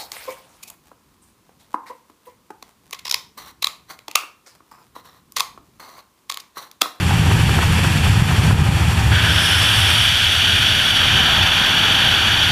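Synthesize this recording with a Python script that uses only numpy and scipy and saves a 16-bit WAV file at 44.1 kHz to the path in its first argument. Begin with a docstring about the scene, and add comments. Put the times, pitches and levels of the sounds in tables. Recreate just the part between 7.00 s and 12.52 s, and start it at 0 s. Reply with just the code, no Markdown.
"""Wingsuit flight heard from a helmet camera. Eddies buffet the housing with a deep boom, a broad rumble and
a fluttering roar, while air rushes over its openings. In the first two seconds the roar breaks into flurries
and big eddies thump, the hardest making the camera's limiter duck for a moment. At 2.1 s, as the head turns,
the airstream catches a gap: a loud, hollow hiss and a thin top from its lip join in while the buffeting eases.
The rush fades from 3 to 4.2 s. Each source is noise shaped by resonances or a broad spectrum, moved in level."""
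import sys
import numpy as np
from scipy import signal
from scipy.fft import rfft, irfft
from scipy.io import wavfile
from scipy.ndimage import uniform_filter1d

SR = 44100
rng = np.random.default_rng(int(sys.argv[2]) if len(sys.argv) > 2 else 0)


def wrap_up_sound(samples):
    """Save the sound to the file named by the first command line argument, as 16-bit audio."""
    columns = np.atleast_2d(samples).T
    # keep every value between -1 and 1, then stretch to whole-number steps
    tamed = np.clip(columns, -1, 1)
    steps = np.round(tamed * 32767).astype(np.int16)
    wavfile.write(sys.argv[1], SR, steps)


N = 243381
TIME = np.arange(N) / SR  # s
FREQ = np.maximum(np.arange(N // 2 + 1) * SR / N, 1)  # Hz

# Strength of the buffeting before trim: t/s, deep boom level/dB, broad rumble level/dB
BUFFET_LEVELS = [(0, -18.5, -27.5), (.9, -17, -27.5), (1.1, -14, -29.5), (1.48, -15, -26),
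                 (1.7, -17.5, -29), (2.1, -15.5, -29.5), (2.42, -22.5, -31.5), (3.2, -26, -34.5),
                 (3.9, -29, -34), (4.15, -27, -30.5), (4.7, -34, -31.5), (5.52, -25.5, -31)]
# Single gusts and lulls in the deep boom: t/s, level change/dB
BOOM_GUSTS = [(0.97, -8), (1.27, -6), (2.09, 4.5), (2.47, -4), (2.57, 6), (2.81, 7.5), (3.05, 5.5),
              (3.85, -5), (4.42, 9)]
# Big eddies that thump the housing: t/s, peak pressure level/dB ahead of the limiter
THUMP_EVENTS = [(0.2, -3), (1.225, 1.5), (1.532, -1), (1.623, -1), (1.692, -2), (1.884, -4.5)]
# Deep resonances of the buffeted housing: f/Hz, width/Hz, relative level/dB
BOOM_MODES = [(68.6, 27, -10), (84.8, 12.6, 0), (104, 21.3, -2)]
# Resonance of the housing above the deep boom: f/Hz, width/Hz, relative level/dB
UPPER_BOOM_MODES = [(152, 49, 0)]
# Broad spectrum of the rumble: f/Hz, relative level/dB
RUMBLE_SPECTRUM = [(10, -9), (22, 5), (35, 2), (70, 5), (130, 2.5), (205, 4), (260, 0.5), (400, -3.5),
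                   (520, -7.5), (700, -10), (1200, -27), (4000, -50)]
# Strength of the midrange roar before trim: t/s, level/dB
ROAR_LEVELS = [(0, -31.0), (0.6, -31), (1.7, -30.5), (3.05, -32.5), (3.12, -37), (3.9, -33.5), (4.3, -29),
               (5.52, -31)]
# Midrange resonances of the buffeted housing: f/Hz, width/Hz, relative level/dB
ROAR_MODES = [(783, 65, -1), (918, 420, -2.5), (1282, 290, -4.5)]
# Short flurries in the roar: t/s, level at the height of the flurry/dB
FLURRY_EVENTS = [(0.11, -25), (0.314, -22), (0.494, -22), (0.589, -16), (0.633, -17.5), (0.792, -22.5),
                 (0.846, -18.5), (1.07, -23), (1.311, -22), (1.511, -20.5)]
# Broad spectrum of a flurry: f/Hz, relative level/dB
FLURRY_SPECTRUM = [(100, -8), (300, -2), (550, -6), (850, 1.5), (1600, -2), (2500, -22), (5000, -34)]
# Air rushing over the housing, before trim: t/s, level/dB
RUSH_LEVELS = [(0, -22), (.9, -19), (1.53, -21), (1.56, -24), (1.8, -21.5), (3, -21.5), (4.2, -36)]
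# Air resonances of the housing: f/Hz, width/Hz, relative level/dB driven by the rush, the same by the gap
CAVITY_MODES = [(650, 250, -29, -15.5), (1540, 460, -3, -3.5), (1790, 590, -1.5, -10.5),
                (2402, 500, -1, -6.5), (2700, 350, -0.5, -7), (2987, 296, -2.5, 0), (3310, 565, -2, 1),
                (3840, 1200, -14.5, -36), (4430, 490, -8.5, -14.5), (4587, 154, -21, -8.5),
                (4820, 360, -11, -33), (5260, 240, -12, -21), (5640, 480, -10.5, -16),
                (6060, 300, -15.5, -17.5), (6610, 870, -15.5, -24), (7510, 1020, -12.5, -27),
                (8720, 1120, -15.5, -36), (9640, 910, -16, -25), (10270, 1040, -17.5, -33),
                (11640, 1400, -20, -30), (12440, 920, -19, -27), (14400, 1800, -29, -53)]
# Thin hiss at the lip of the gap: t/s, level/dB
LIP_LEVELS = [(2.12, -60), (2.25, -40), (2.46, -32), (3.04, -33.5), (3.12, -39), (3.85, -38), (4.25, -44)]
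# Lowest resonance of the lip: f/Hz, width/Hz, relative level/dB
LIP_LOW_MODES = [(5310, 640, 0)]
# Higher resonances of the lip: f/Hz, width/Hz, relative level/dB
LIP_HIGH_MODES = [(8250, 620, -2), (9680, 620, 1.5), (10170, 500, -1.5), (11200, 1400, -8),
                  (12400, 1000, -10), (14400, 1800, -22)]

CATCH_S = 2.112  # the stream catches the gap


def undb(db):
    """Decibels to gain."""
    return 10 ** (np.asarray(db) / 20)


def curves(table):
    """Each level column of a table as a line through time."""
    times, *columns = np.transpose(table)
    return [np.interp(TIME, times, column) for column in columns]


def resonances(modes):
    """Gain per frequency of a set of steep-sided resonances, summed in power."""
    power = 0
    for hz, width_hz, db in modes:
        detuning = (FREQ - hz ** 2 / FREQ) / width_hz
        power = power + (undb(db) / (1 + detuning ** 2)) ** 2
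    return np.sqrt(power)


def spectrum(points):
    """Gain per frequency of a broad spectrum, joined by lines in dB over log frequency."""
    hz, db = np.transpose(points)
    return undb(np.interp(np.log(FREQ), np.log(hz), db))


def turbulence(gain):
    """Random pressure through a frequency response, rms 1."""
    pressure = irfft(rfft(rng.standard_normal(N)) * gain, N)
    return pressure / np.std(pressure)


def walk(rate_hz):
    """Smooth random wander, mostly slower than rate_hz, spread 1."""
    return turbulence(1 / (1 + (FREQ / rate_hz) ** 4))


def sustain(x, span_s):
    """A steady airstream keeps feeding the eddies, so their power evens out over span_s."""
    power = uniform_filter1d(x ** 2, max(int(span_s * SR), 2))
    return x / np.sqrt(power + 1e-9)


def swell(at_s, width_s):
    """A bell-shaped swell in time, peak 1."""
    return np.exp(-0.5 * ((TIME - at_s) / width_s) ** 2)


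def buffeting(boom_trim_db=0.74, rumble_trim_db=2.0, gust_width_s=0.035):
    """Shed eddies shake the housing's low resonances over a broad rumble, in random surges."""
    boom_db, rumble_db = curves(BUFFET_LEVELS)
    gust_db = sum(db * swell(at_s, gust_width_s) for at_s, db in BOOM_GUSTS)
    boom = sustain(turbulence(resonances(BOOM_MODES)), span_s=0.093)
    boom = boom * undb(boom_db + gust_db + boom_trim_db)

    # the eddies of boom and rumble both feed the upper boom: mean level in dB, then dB per dB
    upper_db = -29 + 0.48 * (boom_db - boom_db.mean()) + 1.85 * (rumble_db - rumble_db.mean())
    upper = sustain(turbulence(resonances(UPPER_BOOM_MODES)), span_s=0.14) * undb(upper_db)

    rumble = sustain(turbulence(spectrum(RUMBLE_SPECTRUM)), span_s=0.051)
    rumble = rumble * undb(rumble_db + rumble_trim_db + 0.82 * walk(rate_hz=40))

    surge_db = 1.0 * walk(rate_hz=4.2)
    return thumps((boom + upper + rumble) * undb(surge_db))


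def thumps(pressure, thump_s=0.002):
    """A big eddy sweeps the small ones aside and passes as suction, pressure peak, suction."""
    for at_s, db in THUMP_EVENTS:
        push = (1 - ((TIME - at_s) / thump_s) ** 2) * swell(at_s, thump_s)
        swept = pressure * (1 - swell(at_s, 2 * thump_s))
        pressure = swept + undb(db) * push
    return pressure


def roar(roar_db, flutter, trim_db=1.5, flurry_width_s=0.0042):
    """Smaller eddies flutter in the midrange and now and then tear off in a broad flurry."""
    steady_db = roar_db + trim_db + 0.6 * flutter + 1.0 * walk(rate_hz=26)
    steady = turbulence(resonances(ROAR_MODES)) * undb(steady_db)
    flurry_gain = sum(undb(db) * swell(at_s, flurry_width_s) for at_s, db in FLURRY_EVENTS)
    return steady + turbulence(spectrum(FLURRY_SPECTRUM)) * flurry_gain


def rush(flutter, trim_db=-3.5):
    """Air over the openings blows the air resonances of the housing, sharing the roar's flutter."""
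    level_db, = curves(RUSH_LEVELS)
    hz, width_hz, by_rush_db, _ = np.transpose(CAVITY_MODES)
    hiss = turbulence(resonances(zip(hz, width_hz, by_rush_db)))
    return hiss * undb(level_db + trim_db + 0.82 * flutter)


def gap_jet(roar_db, hollow_hz=2200):
    """The stream across the gap blows the same resonances, favouring the low ones while it grazes."""
    age_s = np.maximum(TIME - CATCH_S, 0)
    onset = 1 - np.exp(-age_s / 0.0078)
    level_db = -15.0 - 6 * np.exp(-age_s / 0.35)  # starts 6 dB short of its full level
    hz, width_hz, _, by_gap_db = np.transpose(CAVITY_MODES)
    jet = turbulence(resonances(zip(hz, width_hz, by_gap_db)))
    jet = jet * onset * undb(level_db) * undb(0.75 * walk(rate_hz=52))

    # change of level below hollow_hz: 9 dB dying away, plus 0.37 dB per dB of roar
    hollow_db = 9 * np.exp(-age_s / 0.19) + 0.37 * (roar_db - roar_db.mean())
    low_part = irfft(rfft(jet) / (1 + (FREQ / hollow_hz) ** 10), N)
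    return jet + low_part * (undb(hollow_db) - 1)


def lip():
    """Once the stream has caught the gap, its lip adds a thin top, its lowest resonance lifted by grazing flow."""
    level_db, = curves(LIP_LEVELS)
    graze_db = 4.5 * swell(at_s=2.42, width_s=0.21)
    low = turbulence(resonances(LIP_LOW_MODES)) * undb(-1.5 + graze_db)
    high = turbulence(resonances(LIP_HIGH_MODES))
    return (low + high) * undb(level_db + 1.0 * walk(rate_hz=32)) * (TIME > CATCH_S)


def scene():
    """All the wind at one microphone."""
    roar_db, = curves(ROAR_LEVELS)
    flutter = walk(rate_hz=20)  # shared by roar and rush
    wind = buffeting() + roar(roar_db, flutter) + rush(flutter) + gap_jet(roar_db) + lip()
    return wind[None]


def limiter(x, ceiling_db, release_s):
    """Turns down at once on a peak above the ceiling and recovers gradually."""
    peak = np.abs(uniform_filter1d(x, size=16))
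    excess = np.maximum(np.log(peak / undb(ceiling_db) + 1e-9), 1e-9)
    # hold the largest excess so far, each fading exponentially over release_s
    fade = TIME / release_s
    held = np.exp(np.maximum.accumulate(np.log(excess) + fade) - fade)
    return x * np.exp(-uniform_filter1d(held, size=64))


def record(dry):
    """The camera limits the peaks and cuts the top with a steep low-pass."""
    limited = limiter(dry[0], ceiling_db=-4.5, release_s=0.035)
    low_pass = signal.ellip(12, 0.1, 90, 15180, fs=SR, output="sos")  # order, ripple dB, stopband dB, edge Hz
    return signal.sosfilt(low_pass, limited)[None]


dry = scene()
out = record(dry)
wrap_up_sound(out)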